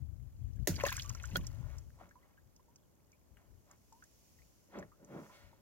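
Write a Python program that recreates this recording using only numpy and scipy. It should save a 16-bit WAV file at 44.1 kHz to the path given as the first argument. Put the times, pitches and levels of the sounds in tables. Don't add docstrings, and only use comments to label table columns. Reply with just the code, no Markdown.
import sys
import numpy as np
from scipy import signal
from scipy.fft import rfft, irfft
from scipy.io import wavfile
from scipy.ndimage import uniform_filter1d

SR = 44100
rng = np.random.default_rng(int(sys.argv[2]) if len(sys.argv) > 2 else 0)


def inscribe(sig):
    pcm = np.round(np.clip(np.atleast_2d(sig).T, -1, 1) * 32767)
    wavfile.write(sys.argv[1], SR, pcm.astype(np.int16))


N = 247401
TIME = np.arange(N) / SR


def undb(db):
    return 10 ** (np.asarray(db) / 20)


def unit(x):
    return x / np.sqrt(np.mean(x ** 2))


def curves(table):
    s, *columns = np.transpose(table)
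    return [np.interp(TIME, s, column) for column in columns]


def fade(t, t60):
    return np.exp(-np.log(1000) * t / t60)


def pan(db):
    return undb(np.array([db, -db]).reshape(2, -1) / 2)


def add(out, s, x):
    i = int(s * SR)
    out[..., i:i + x.shape[-1]] += x[..., :N - i]


def colour(x, points, tilt_db=0):
    size = 8192
    hz, db = np.transpose(points)
    octave = np.log2(np.maximum(np.arange(size // 2 + 1) * SR / size, 1))
    below = np.maximum(np.log2(hz[0]) - octave, 0)
    above = np.maximum(octave - np.log2(hz[-1]), 0)
    curve_db = np.interp(octave, np.log2(hz), db)
    gain = unit(undb(curve_db + tilt_db * octave - 20 * (below + above)))
    cepstrum = irfft(np.log(gain))
    cepstrum[1:size // 2] *= 2
    cepstrum[size // 2 + 1:] = 0
    impulse = irfft(np.exp(rfft(cepstrum)))
    return signal.fftconvolve(x, impulse)[:len(x)]


def band(x, hz, octaves):
    half = 2 ** (octaves / 2)
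    edges = np.clip([hz / half, hz * half], 10, SR * .48)
    return signal.sosfilt(signal.butter(2, edges, "band", fs=SR, output="sos"), x)


def even(x, span_s):
    return x / np.sqrt(uniform_filter1d(x ** 2, int(span_s * SR)) + 1e-12)


def swell(s, db, rise_s, fall_s):
    drop_db, roundness = 18.5, 1.43
    away = np.maximum((s - TIME) / rise_s, (TIME - s) / fall_s)
    return undb(db - np.minimum(drop_db * away ** roundness, 200))


def swells(table, rest_db=-120):
    return np.sqrt(undb(rest_db) ** 2 + sum(swell(*row) ** 2 for row in table))


def patter(rate, spread_db):
    size = undb(spread_db * np.minimum(rng.exponential(size=N), 4))
    hits = rng.random(N) < rate / SR
    return unit(hits * size * rng.choice([-1, 1], N))


def fizz(low_hz, high_hz, count, spread_db, cycles):
    out = np.zeros(N)
    for when, place, luck in rng.random((count, 3)):
        hz = low_hz * (high_hz / low_hz) ** place
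        turns = TIME[:int(cycles / hz * SR)] * hz
        size = undb(-spread_db * np.log(max(luck, np.exp(-4))))
        ring = np.sin(2 * np.pi * turns * (1 + 0.12 * turns / cycles)) * fade(turns, cycles)
        add(out, when * N / SR, size * np.sqrt(hz) * ring)
    return unit(out)


# (time [s], level [dB], t60 [s], tail level [dB], tail t60 [s], tilt [dB/octave])
SLAP_HITS = [(0.6728, -26, 0.01, -6, 0.14, 0.5), (0.6735, -38, 0.03, -21.5, 0.24, 5),
             (0.8659, -40.5, 0.042, -9, .12, -0.5), (0.9256, -42, 0.013, -11, 0.056, 6),
             (1.3519, -44.5, 0.036, -32, 0.04, -2), (1.3575, -44, 0.015, 6, 0.061, -5.5),
             (1.368, -36.5, 0.02, -12, 0.071, 1.5)]
# (frequency [Hz], level [dB])
SLAP_SPECTRUM = [(350, -3), (650, -4.5), (1100, -22.5), (1600, -6), (2400, -17), (3500, -17), (5300, -14),
                 (6700, -8.5), (8300, -18.5), (10000, -14.5), (13000, -17), (15500, -15.5)]


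def slaps(peak_db=8, peak_t60=0.00041, scattered=0.75):
    out, t = np.zeros((2, N)), TIME[:SR // 3]
    share = scattered * (1 - fade(t, 0.0048))
    for s, db, t60, tail_db, tail_t60, tilt_db in SLAP_HITS:
        crack = undb(peak_db) * fade(t, peak_t60)
        shape = crack + fade(t, t60) + undb(tail_db) * fade(t, tail_t60)
        common = np.sqrt(1 - share) * rng.standard_normal(len(t))
        noise = common + np.sqrt(share) * rng.standard_normal((2, len(t)))
        slap = np.array([colour(port * shape, SLAP_SPECTRUM, tilt_db) for port in noise])
        add(out, s, undb(db) * slap)
    return out


# (time [s], pitch [Hz], level [dB])
WATER_THUMPS = [(0.6735, 660, -27.5), (0.677, 339, -21), (0.690, 307, -23.5), (0.692, 167, -23),
                (0.703, 93.3, -26), (0.834, 271.6, -37.5), (1.332, 183, -34), (1.366, 305, -40),
                (1.37, 183.6, -31.5)]


def thumps():
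    swell_cycles, t60_cycles = 0.62, 15.6
    out, t = np.zeros(N), TIME[:SR // 3]
    for s, hz, db in WATER_THUMPS:
        turns = hz * t
        shape = (1 - np.exp(-turns / swell_cycles)) * fade(turns, t60_cycles)
        add(out, s, undb(db) * shape * np.sin(2 * np.pi * turns))
    return out


def bubble(hz, db, t60, double_s, attack_s=.0006, waver=0.034, splash_db=-7, splash_t60=0.018):
    t = TIME[:SR // 6]
    wobble = unit(band(rng.standard_normal(len(t)), 100, 1.6))
    pitch = hz * np.minimum(1 + (t / double_s) ** 2, 3) * (1 + waver * wobble)
    ring = np.sin(2 * np.pi * np.cumsum(pitch) / SR) * fade(t, t60) * (1 - np.exp(-t / attack_s))
    splash = unit(band(rng.standard_normal(len(t)), hz, 0.98)) * fade(t, splash_t60)
    side_db = 2 - 2.5 * np.log2(hz / 1000)
    return undb(db) * pan(side_db) * (ring + undb(splash_db) * splash)


# (time [s], pitch at birth [Hz], level [dB], t60 [s], time for the pitch to double [s])
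CAVITY_PLOPS = [(0.8369, 537, -18.5, .026, 0.056), (0.857, 608, -37.5, .15, .025)]
# (time [s], pitch at birth [Hz], level [dB], t60 [s])
DROP_BUBBLES = [(0.7618, 4630, -36.5, .017), (0.799, 2250, -30, .016), (0.8069, 1760, -33, 0.022),
                (0.809, 2500, -32, 0.021), (0.8377, 1025, -34, 0.082), (0.8525, 2590, -27.5, 0.023),
                (0.862, 1723, -28.5, 0.049), (0.885, 3040, -28.5, 0.0055), (0.8911, 1620, -32, 0.042),
                (0.924, 2070, -30.5, 0.026), (0.979, 1600, -36, 0.032), (0.996, 2940, -28.5, 0.017),
                (1.022, 4980, -37.5, 0.012), (1.047, 1148, -53.5, 0.2), (1.103, 1200, -37.5, 0.01),
                (1.149, 1350, -47, 0.037), (1.199, 2510, -42.5, 0.017), (1.239, 1500, -39, 0.039),
                (1.3126, 2600, -47.5, 0.051), (1.3564, 1419, -27.5, 0.046), (1.357, 3213, -23, 0.018),
                (2.011, 720, -41.5, 0.035), (2.11, 1630, -54.5, 0.043), (2.155, 980, -59.5, .12),
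                (2.229, 1990, -66.5, 0.067), (2.376, 1610, -59.5, 0.074), (2.595, 984, -63, 0.045),
                (2.683, 930, -68.5, 0.18), (3.129, 2334, -62, .09), (3.9233, 894, -57.5, 0.19),
                (4.0236, 1523, -51.5, 0.056), (4.386, 1930, -66, 0.094), (4.419, 2365, -63, 0.062),
                (4.826, 1710, -46, 0.037), (4.918, 1217, -62.5, .11), (5.296, 994, -59, 0.14),
                (5.53, 884, -57.5, .04)]


def bubbles():
    out = np.zeros((2, N))
    for s, hz, db, t60, double_s in CAVITY_PLOPS:
        add(out, s, bubble(hz, db, t60, double_s, splash_db=-14))
    for s, hz, db, t60 in DROP_BUBBLES:
        add(out, s, bubble(hz, db, t60, double_s=t60))
    return out


# (crest time [s], level [dB], rise [s], fall [s])
SPRAY_SHOWERS = [(0.70, -52, 0.03, 0.17), (0.88, -46, 0.088, 0.23), (1.36, -62, 0.89, 0.28),
                 (1.72, -72.5, 0.15, 0.15)]
# (frequency [Hz], level [dB])
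SPRAY_SPECTRUM = [(700, -6), (1500, -4.5), (2800, -5), (4200, -4), (6800, -2), (8500, -14.5), (12500, -5),
                  (15500, -7.5)]


def spray(tick_db=-2, mist_db=-8, aside_db=-5):
    drops = fizz(1330, 9270, count=3000, spread_db=3.5, cycles=43)
    drops = drops + undb(tick_db) * patter(rate=400, spread_db=5.0)
    ports = []
    for _ in range(2):
        mist = undb(mist_db) * rng.standard_normal(N)
        aside = undb(aside_db) * patter(rate=270, spread_db=-2)
        ports.append(even(colour(drops + mist + aside, SPRAY_SPECTRUM), 0.044))
    return np.array(ports) * swells(SPRAY_SHOWERS, rest_db=-85)


def strays(count):
    centre_hz, spread_octaves = 2390, 0.78
    over_shower_db, spread_db, t60_cycles = 4, 3.5, 50
    out, shower = np.zeros((2, N)), swells(SPRAY_SHOWERS)
    times = rng.uniform(SPRAY_SHOWERS[0][0], SPRAY_SHOWERS[-1][0], count)
    for when, (pitch, size) in zip(times, rng.standard_normal((count, 2))):
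        hz = centre_hz * 2 ** (spread_octaves * np.clip(pitch, -2, 2))
        db = over_shower_db + spread_db * np.clip(size, -1.5, 1.5)
        t60 = t60_cycles / hz
        add(out, when, shower[int(when * SR)] * bubble(hz, db, t60, double_s=t60))
    return out


# (crest time [s], level [dB], rise [s], fall [s])
NET_PULLS = [(1.55, -74, .35, 0.9), (2.03, -80, 0.2, 0.089), (4.28, -71.5, 1, 0.98),
             (5.25, -69.5, 0.25, 0.36)]
# (frequency [Hz], level [dB])
NET_SPECTRUM = [(2000, -9), (3000, -7), (3800, -9.5), (5000, -5), (6700, 0.5), (8300, -9), (11000, -7.5),
                (14000, -10), (15800, -5.5)]


def net(rate=12000, spread_db=-3.0):
    hiss = np.array([unit(colour(patter(rate, spread_db), NET_SPECTRUM)) for _ in range(2)])
    return hiss * swells(NET_PULLS, rest_db=-91)


def tap(db, hz, t60, octaves, splat_db):
    t = TIME[:SR // 10]
    noise = rng.standard_normal(len(t))
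    return undb(db) * fade(t, t60) * (unit(band(noise, hz, octaves)) + undb(splat_db) * noise)


# (time [s], level [dB])
DROP_TICKS = [(0.562, -70), (0.756, -42), (0.836, -39.5), (0.967, -36.5), (1.02, -45.5), (1.094, -38),
              (1.149, -46), (1.233, -49), (1.255, -45), (1.468, -40.5), (1.783, -50), (2.09, -65.5),
              (2.562, -59.5), (2.759, -56.5), (3.118, -64.5), (3.713, -57), (3.926, -58), (4.039, -56.5),
              (4.787, -54), (4.795, -58), (5.047, -61)]
# (time [s], level [dB], centre [Hz], t60 [s])
PLANK_KNOCKS = [(0.926, -25, 2500, .004), (1.904, -54, 1390, 0.0058), (3.37, -62, 1750, 0.05),
                (3.711, -64.5, 1100, 0.12)]


def ticks(centre_hz=6014, t60_s=0.025, scatter_octaves=.08):
    out = np.zeros(N)
    for s, db in DROP_TICKS:
        hz = centre_hz * 2 ** (scatter_octaves * rng.standard_normal())
        add(out, s, tap(db, hz, t60_s, octaves=0.58, splat_db=-7))
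    for s, db, hz, t60 in PLANK_KNOCKS:
        add(out, s, tap(db, hz, t60, octaves=1.0, splat_db=-8))
    return out


# (crest time [s], level [dB], rise [s], fall [s], tilt at crest [dB/octave])
HULL_WAVES = [(0.72, -47, 0.058, 0.21, -5), (1.1, -65.5, 0.34, 0.49, 1.5), (1.385, -44, 0.087, 0.064, -6.5),
              (1.68, -65.5, 0.31, 0.26, 4), (2.021, -62.5, 0.053, 0.13, -2), (3.421, -76, .25, 0.66, -0.5),
              (4.788, -43.5, 0.068, 0.074, .5), (5.03, -57.5, 0.052, 0.063, -1),
              (5.158, -44, 0.083, 0.12, -1), (5.35, -64.5, 0.28, 0.32, 10)]
# (frequency [Hz], level [dB])
WASH_SPECTRUM = [(100, -15), (165, 3), (226, 1), (310, 0), (470, -8), (600, -6), (780, -15), (1150, -26.5),
                 (1450, -24), (2300, -31), (3100, -36), (3800, -44), (7000, -61)]


def wash(rate=9000, spread_db=1.5, pivot_hz=400):
    lapping_db, lapping_tilt_db = -82, 1.5
    darkens_db = 3.5
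    power = undb(lapping_db) ** 2
    tilts = power * lapping_tilt_db
    for s, db, rise_s, fall_s, crest_tilt_db in HULL_WAVES:
        wave = swell(s, db, rise_s, fall_s) ** 2
        phase = np.interp(TIME, [s - rise_s, s, s + fall_s], [1, 0, -1])
        power = power + wave
        tilts = tilts + wave * (crest_tilt_db + darkens_db * phase)
    tilt_db = tilts / power
    spectrum = rfft(colour(patter(rate, spread_db), WASH_SPECTRUM))
    octave = np.log2(np.maximum(np.fft.rfftfreq(N, 1 / SR), 1) / pivot_hz)
    out = np.zeros(N)
    for k in range(-3, 6):
        octave_band = irfft(spectrum * np.maximum(1 - abs(octave - k), 0), N)
        out += octave_band * undb(k * tilt_db)
    return even(out, 0.097) * np.sqrt(power)


# (crest time [s], level [dB], rise [s], fall [s])
WATER_GURGLES = [(0.79, -48, 0.014, 0.05), (1.25, -67.5, 0.32, 0.53), (1.74, -67, 0.39, 0.093),
                 (2.018, -63, 0.071, 0.1), (2.26, -75, 0.11, 0.15), (3.39, -74, 0.028, 0.14),
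                 (3.72, -69, 0.074, 0.051), (4.742, -57, 0.022, 0.12), (5.16, -59, 0.063, 0.19),
                 (5.42, -83.5, .2, 0.41)]
# (frequency [Hz], level [dB])
GURGLE_SPECTRUM = [(450, 3), (700, 4.5), (1100, -2), (1700, -5.5), (2600, -9.5), (4200, -22.5)]


def gurgles():
    gurgle = fizz(531, 4420, count=6000, spread_db=2.0, cycles=8.9)
    gurgle = even(colour(gurgle, GURGLE_SPECTRUM, tilt_db=4.0), 0.052)
    return gurgle * swells(WATER_GURGLES, rest_db=-92)


# (frequency [Hz], width [Hz], level [dB])
HULL_MODES = [(245, 25, -3.5), (580.5, 36, -5.5), (978, 130, 0)]


def hull(x):
    ringing = 0
    for hz, width_hz, db in HULL_MODES:
        ringing = ringing + undb(db) * signal.lfilter(*signal.iirpeak(hz, hz / width_hz, fs=SR), x)
    return x + ringing


def boat(x, scatter_db, t60, scatter_hz, lag):
    x, t = np.broadcast_to(x, (2, N)), TIME[:SR // 8]
    echoes = rng.standard_normal((2, len(t))) * fade(t, t60)
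    echoes /= np.sqrt(np.sum(echoes ** 2, axis=1, keepdims=True))
    echoes = signal.sosfilt(signal.butter(1, scatter_hz, "high", fs=SR, output="sos"), echoes)
    direct = np.array([x[0], np.roll(x[1], int(lag))])
    scattered = undb(scatter_db) * signal.fftconvolve(x, echoes, axes=1)[:, :N]
    return (direct + scattered) / np.hypot(1, undb(scatter_db) / 2)


# (time [s], level [dB], left minus right [dB])
BREEZE_LEVEL = [(0.0, -45.5, 29.0), (0.274, -52, 36), (0.324, -58, -4), (0.44, -43.5, 23),
                (0.534, -49.5, 15), (0.628, -38, 33.5), (0.672, -69, 8), (0.704, -42.5, 8.5),
                (0.826, -46.5, 20), (1.058, -51, 9.5), (1.108, -42.5, 40), (1.14, -52, 7), (1.256, -48, 33),
                (1.366, -43.5, -4), (1.548, -49, 18.5), (1.604, -43.5, 42), (1.802, -50.5, 10.0),
                (1.98, -64, 7.5)]
# (frequency [Hz], level [dB])
BREEZE_SPECTRUM = [(13, -40.5), (22, -5.5), (54, 2), (96, 0.5), (121, -3), (167, -18.5), (325, -31.5),
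                   (360, -38.5), (392, -43), (532, -45.5), (700, -48), (910, -69), (1540, -120)]
# (time [s], level [dB])
STRAY_PUFFS = [(2.456, -59), (3.32, -57), (3.522, -52), (4.399, -61.5), (4.812, -55.5), (5.44, -56.5)]


def breeze(gain_db=4.5):
    dies_db_per_s = 51
    flutter_hz, flutter_db = 13, 2
    puff_rise_s, puff_fall_s = 0.068, 0.12
    calm_db, rumble_db = -72.5, -72.5
    db, pan_db = curves(BREEZE_LEVEL)
    db = db - dies_db_per_s * np.maximum(TIME - BREEZE_LEVEL[-1][0], 0)
    knots = np.arange(0, N / SR + 1, 1 / (2 * flutter_hz))
    depths = np.clip(rng.standard_normal(len(knots)), -2, 1)
    flutter = unit(undb(flutter_db * np.interp(TIME, knots, depths)))
    eddies = [even(colour(rng.standard_normal(N), BREEZE_SPECTRUM), 0.043) for _ in range(2)]
    ports = pan(pan_db)
    left, right = undb(db + gain_db) * ports / np.sqrt(np.mean(ports ** 2, axis=0))
    puffs = swells([(s, puff_db, puff_rise_s, puff_fall_s) for s, puff_db in STRAY_PUFFS], rest_db=calm_db)
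    gains = np.hypot([np.hypot(left, puffs), right], undb(rumble_db))
    return flutter * np.array(eddies) * gains


# (frequency [Hz], level [dB])
NIGHT_SPECTRUM = [(150, 4.5), (300, 0), (500, -5), (1000, -12), (2000, -23.5), (4000, -25.5), (5600, -25.5),
                  (6800, -19), (8300, -24), (13500, -21), (15800, -22)]


def night(level_db=-71.5):
    ports = [unit(colour(rng.standard_normal(N), NIGHT_SPECTRUM)) for _ in range(2)]
    return undb(level_db) * np.array(ports)


def scene():
    port_lag = 4
    ahead = boat(hull(slaps()), scatter_db=-6, t60=.015, scatter_hz=900, lag=0)
    drops = boat(ticks() + spray(), scatter_db=-5, t60=.01, scatter_hz=900, lag=port_lag)
    water = hull(bubbles() + strays(count=45) + thumps() + gurgles() + wash())
    water = boat(water, scatter_db=-3, t60=.035, scatter_hz=500, lag=port_lag)
    near = undb(1.0) * ahead + undb(-0.28) * drops + water * pan(-1.6)
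    return near + net() + breeze() + night()


def record(dry, left_hz=12500, left_db=-8, right_hz=5200, right_db=-6):
    left, right = dry
    left = left + undb(left_db) * band(left, left_hz, 0.41)
    right = right + undb(right_db) * band(right, right_hz, .6)
    ports = np.array([left, right])
    ports = signal.sosfilt(signal.butter(4, 40, "high", fs=SR, output="sos"), ports)
    return signal.sosfilt(signal.ellip(10, .2, 70, 16000, fs=SR, output="sos"), ports)


dry = scene()
out = record(dry)
inscribe(out)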